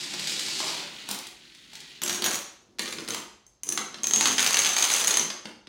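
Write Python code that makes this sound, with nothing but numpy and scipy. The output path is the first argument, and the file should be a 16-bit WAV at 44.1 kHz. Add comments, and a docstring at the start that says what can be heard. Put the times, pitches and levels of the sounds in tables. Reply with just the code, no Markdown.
"""In a live dining room with a wooden floor, a die-cast toy car rattles down a plastic track, knocks
through a bend and runs into a line of dominoes. The first tiles tumble in fits and starts, then the
whole line clatters down. Rolling is a dense train of tiny impacts filtered by wheels and track. Each
domino blow is an impulse that excites a clack, a short modal ring of the tile, a sharp tick and a thud
of the boards. All of it reaches one listening point with the room's reflections and reverberation."""
import sys
import numpy as np
from scipy import signal
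from scipy.fft import rfft, irfft
from scipy.io import wavfile
from scipy.ndimage import uniform_filter1d

SR = 44100
rng = np.random.default_rng(int(sys.argv[2]) if len(sys.argv) > 2 else 0)


def wav_record(signal):
    """Record a signal, one row per channel, as 16-bit PCM in the file named by sys.argv[1]."""
    frames = np.transpose(np.atleast_2d(signal))
    bounded = np.clip(frames, -1, 1)
    # unit amplitude maps onto the largest positive 16-bit level
    quanta = np.round(bounded * 32767).astype(np.int16)
    wavfile.write(sys.argv[1], SR, quanta)


N = 250748
TIME = np.arange(N) / SR
BLOW_TIME = TIME[:SR // 2]

# Spectra of the wheels' rattle and hiss and of the hollow track: frequency_hz, level_db
RATTLE_SPECTRUM = [(900, -25.5), (1400, -13), (1950, -5.5), (2500, -3.5), (3500, -0.5), (4400, -2),
                   (5300, -9.5), (7000, -12.5), (10000, -31), (15500, -49)]
HISS_SPECTRUM = [(2500, -23.5), (3800, 1), (5000, 2.5), (6100, -2), (7200, -2.5), (8300, -4.5), (9400, -12),
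                 (11000, -15.5), (16000, -31)]
DRUM_SPECTRUM = [(300, -17.5), (520, -1.5), (700, -2), (880, 2.5), (1100, -1), (1400, -4.5), (2200, -16.5),
                 (4000, -24)]
# Spectra of a blow's clack and tick and of the floor's thud: frequency_hz, level_db
CLACK_SPECTRUM = [(200, -24), (450, -5.5), (700, -6.5), (1100, -2), (1600, -1.5), (2200, -0.5), (3100, 3),
                  (4200, 3), (5300, -1.5), (7000, -12), (10000, -16.5), (16000, -58.5)]
TICK_SPECTRUM = [(3000, -50.5), (6000, 2), (8000, 1), (9800, 3), (11500, -4), (13500, -10), (15300, -6.5),
                 (16500, -10)]
THUD_SPECTRUM = [(45, -40.5), (85, -25), (125, -5), (170, -9.5), (205, 2), (260, -4.5), (320, -1.5),
                 (368, -4), (430, -8.5), (600, -15.5), (1200, -20.5)]
# Normal modes of the floorboards: frequency_hz, level_db, t60_s
FLOOR_MODES = [(175, -25, 0.066), (208, 8.5, 0.088), (261, 9.5, 0.088), (363.7, 5.5, 0.28),
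               (525, -21, 0.35)]


def undb(db):
    """Amplitude ratio of a level in decibels."""
    return 10 ** (np.asarray(db) / 20)


def unit(x):
    """Power normalisation to rms 1."""
    return x / np.sqrt(np.mean(x ** 2))


def burst(x):
    """Energy normalisation of a transient to that of 5 ms at rms 1."""
    return x * np.sqrt(SR / 200 / np.sum(x ** 2))


def along(points, hz):
    """Interpolation of (frequency_hz, value) points on a log-frequency axis."""
    frequency_hz, value = np.transpose(points)
    return np.interp(np.log(hz + 1), np.log(frequency_hz), value)


def colour(x, spectrum, size=2048):
    """Minimum-phase filtering to a spectral envelope that falls away beyond its ends."""
    hz = np.arange(size // 2 + 1) * SR / size + 1
    skirts = np.clip(np.minimum(hz / spectrum[0][0], spectrum[-1][0] / hz), .05, 1) ** 2
    cepstrum = irfft(np.log(undb(along(spectrum, hz)) * skirts))
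    cepstrum[1:size // 2] *= 2  # folding the cepstrum makes the filter causal
    cepstrum[size // 2 + 1:] = 0
    response = irfft(np.exp(rfft(cepstrum)))
    return signal.fftconvolve(x, response)[:len(x)]


def add(out, start_s, x):
    """Superposition of x on out from start_s."""
    i = max(int(start_s * SR), 0)
    out[i:i + len(x)] += x[:N - i]


def fade(t60_s, t=BLOW_TIME):
    """Exponential damping, 60 dB down after t60_s."""
    return np.exp(-np.log(1000) * t / t60_s)


def ring(modes):
    """Free vibration: a damped sinusoid per (frequency_hz, level_db, t60_s), normalised as one burst."""
    return burst(sum(undb(db) * fade(t60_s) * np.sin(2 * np.pi * hz * BLOW_TIME)
                     for hz, db, t60_s in modes))


def grains(rate_hz, spread_db):
    """Shot noise: a Poisson train of tiny impacts of uneven size, rms 1."""
    sizes = undb(spread_db * np.clip(rng.standard_normal(N), -2, 2)) * rng.choice([-1, 1], N)
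    return unit(sizes * (rng.random(N) < rate_hz / SR))


def flutter(rate_hz, depth_db):
    """Random amplitude modulation: a gain that glides to a new level rate_hz times a second."""
    knots = rng.standard_normal(4096)
    return undb(depth_db * np.interp(TIME * rate_hz, np.arange(len(knots)), knots))


def impact(spectrum, t60_s, chatter_db):
    """Source and filter: an impulse plus decaying contact chatter, shaped by the body that is struck."""
    impulse = burst(signal.unit_impulse(len(BLOW_TIME)))
    chatter = burst(rng.standard_normal(len(BLOW_TIME)) * fade(t60_s))
    return burst(colour(impulse + undb(chatter_db) * chatter, spectrum))


def rolling_gain(wide_db, narrow_db, exponent):
    """A power law ties rolling noise to the car's pace, first on the wide ramp, then on narrow track."""
    # The car's pace, as strength of rolling, until it leaves the track: time_s, pace_db
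    pace = [(0, 0), (.16, -1.5), (.3, 0), (0.548, 0), (.63, 2), (0.738, 1), (0.919, -7.5), (1.06, -8),
            (1.12, -1), (1.33, -17.5), (1.69, -16), (1.748, -11), (2.0, -13)]
    time_s, pace_db = np.transpose(pace)
    ramp_end_s = .6
    track_db = np.where(TIME < ramp_end_s, wide_db, narrow_db)
    level_db = track_db + exponent * np.interp(TIME, time_s, pace_db)
    return uniform_filter1d(undb(level_db) * (TIME < time_s[-1]), size=300)


def rolling_car():
    """Rolling noise: tiny impacts rattle the wheels, brighter at speed; the track drums and hums."""
    # Spectrum of the track's low hum: frequency_hz, level_db
    hum_spectrum = [(70, -20), (120, -9), (152, 0), (180, -6), (220, 0.5), (290, -1.5), (370, -2.5),
                    (480, -15.5), (900, -37)]
    surges = flutter(rate_hz=170, depth_db=2.5)
    axle_taps = surges * grains(rate_hz=7000, spread_db=2)
    wheel_taps = surges * grains(rate_hz=7000, spread_db=2)
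    bumps = grains(rate_hz=1500, spread_db=1)
    grit = grains(rate_hz=1500, spread_db=7)

    def layer(taps, spectrum, wide_db, narrow_db, exponent):
        return rolling_gain(wide_db, narrow_db, exponent) * unit(colour(taps, spectrum))

    rattle = layer(axle_taps, RATTLE_SPECTRUM, wide_db=-39, narrow_db=-38.5, exponent=1.01)
    whirr = layer(wheel_taps, HISS_SPECTRUM, wide_db=-37.5, narrow_db=-42, exponent=3.5)
    drum = layer(bumps, DRUM_SPECTRUM, wide_db=-56.5, narrow_db=-48, exponent=1.93)
    hum = layer(bumps, hum_spectrum, wide_db=-53, narrow_db=-53, exponent=0.93)
    ticks = layer(grit, TICK_SPECTRUM, wide_db=-66, narrow_db=-53.5, exponent=1)
    return rattle + whirr + drum + hum + ticks


def track_knocks():
    """Impact excitation: the car hits a joint or wall, the plastic clacks, the hollow track resonates."""
    # Knocks on joints and walls: start_s, clack_db, hollow_db
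    knocks = [(.138, -35.5, -41.5), (.196, -32, -48), (.273, -31, -50), (.296, -31.5, -65),
              (.321, -32, -66), (.395, -30, -59), (.485, -33, -43), (.603, -31, -33), (.615, -44, -46),
              (1.089, -35.5, -38.5), (1.106, -40, -44.5), (1.112, -31.5, -38), (1.146, -40, -47),
              (1.189, -39.5, -55), (1.269, -41, -58), (1.549, -51.5, -66), (1.733, -45, -52),
              (1.754, -41.5, -70), (1.804, -44, -73)]
    bend_s, bend_width_s, bend_boost_db = 1.1, 0.24, 10.5
    out = np.zeros(N)
    for start_s, clack_db, hollow_db in knocks:
        # In the bend the metal body itself hits the wall and ticks harder.
        in_bend = np.exp(-((start_s - bend_s) / bend_width_s) ** 2)
        tick_db = clack_db - 8.5 + bend_boost_db * in_bend
        clack = undb(clack_db) * impact(RATTLE_SPECTRUM, t60_s=0.014, chatter_db=-4)
        scrape = undb(clack_db) * impact(HISS_SPECTRUM, t60_s=0.064, chatter_db=14)
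        hollow = undb(hollow_db) * impact(DRUM_SPECTRUM, t60_s=0.035, chatter_db=11)
        tick = undb(tick_db) * impact(TICK_SPECTRUM, t60_s=0.019, chatter_db=23)
        thud = undb(hollow_db - 5) * impact(THUD_SPECTRUM, t60_s=0.044, chatter_db=23)
        add(out, start_s, clack + scrape + hollow + tick + thud)
    return out


def collision(clack_db, tick_db):
    """Broadband excitation: a brief contact clacks, ticks and thuds the floor; hard slaps chatter less."""
    slap_threshold_db = -31
    clean_db = 0.56 * max(clack_db - slap_threshold_db, 0)
    clack = undb(clack_db) * impact(CLACK_SPECTRUM, t60_s=0.036, chatter_db=10 - clean_db)
    tick = undb(tick_db) * impact(TICK_SPECTRUM, t60_s=0.018, chatter_db=9.5 - clean_db)
    thud = undb(0.47 * clack_db - 33.5) * impact(THUD_SPECTRUM, t60_s=0.091, chatter_db=14)
    return clack + tick + thud


def car_crash():
    """Modal ringing: each hit on the tiles excites the car's modes in a new mix and booms the boards."""
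    # Blows of the car on the first tiles: start_s, clack_db, ring_db
    blows = [(2.018, -31, -31), (2.096, -25.5, -29), (2.106, -34, -43), (2.222, -25, -55),
             (2.242, -23.5, -23), (2.249, -32, -35), (2.262, -24.5, -41), (2.336, -47, -30)]
    # Normal modes of the car's metal body: frequency_hz, level_db, t60_s
    body_modes = [(5670, -3, 0.39), (5760, 2, 0.1), (6060, 11, .025), (6750, 3, 0.19), (6600, -1, 0.091),
                  (9400, -9, .04), (9600, -12, .04), (13550, -3, 0.09), (13900, 4, .05), (15300, -9, .03)]
    boom = undb(-44) * ring(FLOOR_MODES)
    out = np.zeros(N)
    for start_s, clack_db, ring_db in blows:
        body = ring([(hz, db + 2 * rng.standard_normal(), t60_s) for hz, db, t60_s in body_modes])
        add(out, start_s, collision(clack_db, tick_db=clack_db - 8) + undb(ring_db) * body + boom)
    return out


def tile_ring(pitch_hz):
    """Boundary conditions: a domino's upper modes shift with the way its neighbours hold it."""
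    # Normal modes of a tile: pitch_ratio, level_db, t60_s
    modes = [(1, 12.5, 0.02), (1.148, 1, .014), (1.519, -14, 0.022), (2.44, -18, 0.0072)]
    shifts = 1 + 0.021 * rng.standard_normal(len(modes))
    shifts[0] = 1
    return ring([(pitch_hz * ratio * shift, db, t60_s) for (ratio, db, t60_s), shift in zip(modes, shifts)])


def flurry_gains():
    """Amplitude envelopes of clatter, ring and floor: each flurry rises, holds and decays."""
    # Flurries of sliding, bouncing tiles, and at 2.575 s the car rocking on the boards: start_s, length_s,
    # clatter_db, ring_db, floor_db
    flurries = [(2.026, 0.12, -37.5, -39.5, -71.5), (2.172, 0.065, -51, -65, -69.5),
                (2.242, .11, -35, -37.5, -74), (2.575, 0.2, -84, -91, -92.5),
                (2.798, 0.22, -46.5, -51, -75), (3.087, 0.086, -44.5, -54, -76),
                (3.662, 0.15, -58, -41, -73), (3.922, 0.2, -64, -77, -77), (4.136, 0.19, -37, -30, -69),
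                (4.369, 0.56, -32.5, -34.5, -84), (4.944, 0.18, -34.5, -40, -78),
                (5.144, 0.075, -42, -54, -73.5), (5.443, 0.014, -55, -68, -74)]
    attack_s, release_t60_s = 0.01, 0.19
    gains = np.zeros((3, N))
    for start_s, length_s, *levels_db in flurries:
        attack = np.clip((TIME - start_s) / attack_s, 0, 1)
        release = fade(release_t60_s, np.maximum(TIME - start_s - length_s, 0))
        gains += np.outer(undb(levels_db), attack * release)
    return gains


def tumbling_tiles(count=14):
    """Incoherent summation: fallen tiles bounce and slide on each other in a swarm of ringing clicks."""
    clatter_gain, ring_gain, _ = flurry_gains()
    clicks, rings = 0, 0
    for pitch_hz in np.linspace(6120, 6650, count):
        taps = grains(rate_hz=22, spread_db=4)
        clicks += taps
        rings += signal.fftconvolve(taps, tile_ring(pitch_hz))[:N]
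    chatter = signal.fftconvolve(abs(clicks), fade(t60_s=0.0096))[:N] * rng.standard_normal(N)
    clatter = unit(colour(chatter, CLACK_SPECTRUM)) + undb(-3) * unit(colour(chatter, TICK_SPECTRUM))
    return clatter_gain * clatter + ring_gain * unit(rings)


def floorboards():
    """Forced vibration: settling toys make the boards rumble and boom at their low modes."""
    _, _, floor_gain = flurry_gains()
    taps = floor_gain * grains(rate_hz=290, spread_db=1.5)
    thud = burst(colour(signal.unit_impulse(len(BLOW_TIME)), THUD_SPECTRUM))
    rumble = signal.fftconvolve(taps, thud)[:N]
    boom = signal.fftconvolve(taps, ring(FLOOR_MODES))[:N]
    return rumble + undb(-5.5) * boom


def tile_blow(clack_db, ring_db, tick_db, pitch_hz):
    """The contact point selects the modes: faces clack, edges ring, corners tick and, if clean, ping."""
    corner_share = undb(tick_db) / (undb(tick_db) + undb(clack_db))
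    ping_ratio, ping_t60_s = 1.5, 0.023
    ping = corner_share * undb(tick_db - 2) * ring([(ping_ratio * pitch_hz, 0, ping_t60_s)])
    return collision(clack_db, tick_db) + undb(ring_db) * tile_ring(pitch_hz) + ping


def domino_strikes():
    """Tiles strike their neighbours and the floor, each ringing at its own natural frequency."""
    # Single domino blows: start_s, clack_db, ring_db, tick_db, pitch_hz
    blows = [(2.035, -32, -25, -29.5, 7550), (2.786, -36, -54.5, -48, 6150),
             (2.794, -23.5, -48, -31.5, 6440), (2.819, -44, -36, -43, 6340), (2.858, -33, -43, -50, 6240),
             (2.877, -32.5, -56, -55, 6400), (2.926, -31.5, -35.5, -41, 7250), (3.078, -34, -58, -43, 6440),
             (3.087, -44, -54, -34.5, 6300), (3.106, -31.5, -28.5, -44, 6310),
             (3.146, -29.5, -35.5, -35, 7350), (3.466, -73.5, -50.5, -62, 6350),
             (3.634, -43, -33.5, -34.5, 6240), (3.69, -42, -22.5, -30.5, 6180),
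             (3.723, -36, -28.5, -30, 6040), (3.776, -23, -27.5, -31.5, 6320), (3.943, -35, -63, -59, 5900),
             (3.985, -42, -63, -72, 6400), (4.034, -44, -24.5, -36.5, 6420),
             (4.042, -30.5, -22.5, -51, 6460), (4.07, -32, -21.5, -29.5, 6280),
             (4.11, -29.5, -23.5, -37, 6430), (4.136, -25.5, -13.5, -40, 6480),
             (4.16, -27, -20.5, -33, 6720), (4.21, -19.5, -22, -27, 6670), (4.257, -16.5, -26, -27, 6600),
             (4.272, -25, -25, -27, 6280), (4.382, -18.5, -27, -41, 6200), (4.394, -20.5, -24, -27, 6640),
             (4.404, -26.5, -41, -26, 6300), (4.464, -18.5, -39, -27, 6300), (4.544, -21, -18.5, -30, 6000),
             (4.57, -20, -41, -26, 5930), (4.648, -23, -21.5, -45, 6360), (4.659, -22.5, -27, -46, 6140),
             (4.766, -22.5, -22.5, -32, 6400), (4.824, -23.5, -29, -37, 6360), (4.916, -36, -23, -41, 6800),
             (4.938, -30, -18, -29, 6120), (5.046, -29, -27, -29, 6030), (5.079, -23.5, -21, -22, 6730),
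             (5.141, -25.5, -22, -38, 6220), (5.172, -24, -17, -28.5, 6420), (5.21, -33, -33, -38, 6700),
             (5.302, -28, -52, -43, 6760)]
    out = np.zeros(N)
    for start_s, *blow in blows:
        add(out, start_s, tile_blow(*blow))
    return out


def thumps():
    """Damped impact: heavier pieces land flat with a dull thud and a clack, and do not ring."""
    # Landings on the boards: start_s, thud_db, clack_db
    landings = [(2.794, -38.5, -39), (2.985, -37.5, -32.5), (3.086, -37, -32), (3.146, -41, -40),
                (5.455, -38, -34), (5.671, -47, -43)]
    out = np.zeros(N)
    for start_s, thud_db, clack_db in landings:
        thud = undb(thud_db) * impact(THUD_SPECTRUM, t60_s=0.044, chatter_db=46)
        clack = undb(clack_db) * impact(CLACK_SPECTRUM, t60_s=0.022, chatter_db=17.5)
        add(out, start_s, thud + clack)
    return out


def domino_chain(count=18):
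    """A toppling wave runs down the long straight at near-even pace; force varies, pitch sinks a little."""
    times_s, gap_s = np.linspace(4.44, 5.19, count, retstep=True)
    pitches_hz = np.linspace(6430, 6180, count)
    mean_db = np.array([-31.5, -23, -37])  # clack, ring, tick
    jitter_s, spread_db, spread_hz = .3 * gap_s, 4, 190
    deviations = np.clip(rng.standard_normal((count, 5)), -2, 2)
    out = np.zeros(N)
    for start_s, pitch_hz, (late, detune, *force) in zip(times_s, pitches_hz, deviations):
        levels_db = mean_db + spread_db * np.array(force)
        add(out, start_s + jitter_s * late, tile_blow(*levels_db, pitch_hz + spread_hz * detune))
    return out


def echoes(bands=10):
    """Room impulse response from one spot: early reflections and a diffuse tail whose top dies early."""
    # Reverberation time: frequency_hz, t60_s
    decay_times = [(100, 0.24), (260, 0.54), (700, 0.62), (1840, 0.55), (4850, 0.5543), (8000, 0.457),
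                   (12800, 0.24)]
    # Spectrum of the diffuse tail: frequency_hz, level_db
    tail_spectrum = [(100, 2.5), (400, 2), (1500, 1), (4000, -4), (6500, -2.5), (10000, -2), (16000, 3)]
    # Early reflections: delay_s, gain
    reflections = [(.0048, 0.16), (0.011, 0.21), (0.015, 0.088), (0.028, 0.064)]
    t = TIME[:2 ** 15]
    centres_hz = np.geomspace(100, 16000, bands)
    band_position = np.interp(np.fft.rfftfreq(len(t), 1 / SR), centres_hz, np.arange(bands))
    noise = rfft(rng.standard_normal(len(t)))
    tail = 0
    for k, hz in enumerate(centres_hz):
        band = irfft(noise * np.maximum(1 - abs(band_position - k), 0))
        tail += band * fade(along(decay_times, hz), t)
    build_up = 1 - np.exp(-(t / 0.0084) ** 2)
    response = undb(-30.5) * colour(tail * build_up, tail_spectrum)
    for delay_s, gain in reflections:
        response[int(delay_s * SR * rng.uniform(.9, 1.1))] += gain
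    return response


def room(direct, spots=28):
    """Time-varying reverberation: as the toys travel, one echo pattern crossfades into the next."""
    out = direct.copy()
    position = np.linspace(0, spots - 1, N)
    for k in range(spots):
        near = np.flatnonzero(abs(position - k) < 1)
        share = np.cos(np.pi / 2 * (position[near] - k))
        add(out, TIME[near[0]], signal.fftconvolve(direct[near] * share, echoes()))
    return out


def room_air():
    """Ambient noise floor: faint, steady and strongest in the bass."""
    # Spectrum of the quiet room: frequency_hz, level_db
    air_spectrum = [(25, -33), (48, 9), (75, -5.5), (130, -2.5), (270, -10), (700, -12), (2600, -24.5),
                    (5500, -18), (8000, -38), (16000, -44)]
    return undb(-68) * unit(colour(rng.standard_normal(N), air_spectrum))


def scene():
    """Superposition of car, dominoes and floor in the room, the same in both channels."""
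    car = rolling_car() + track_knocks() + car_crash()
    dominoes = domino_strikes() + domino_chain() + thumps() + tumbling_tiles()
    sound = room(car + dominoes + floorboards()) + room_air()
    return np.array([sound, sound])


def record(dry, bass_cut_hz=47, top_hz=16000):
    """Soft saturation rounds the sharpest peaks; band-limiting removes the deepest bass and the top."""
    high_pass = signal.butter(4, bass_cut_hz, "high", fs=SR, output="sos")
    low_pass = signal.ellip(10, .2, 80, top_hz, fs=SR, output="sos")
    return signal.sosfilt(low_pass, signal.sosfilt(high_pass, np.tanh(dry)))


dry = scene()
out = record(dry)
wav_record(out)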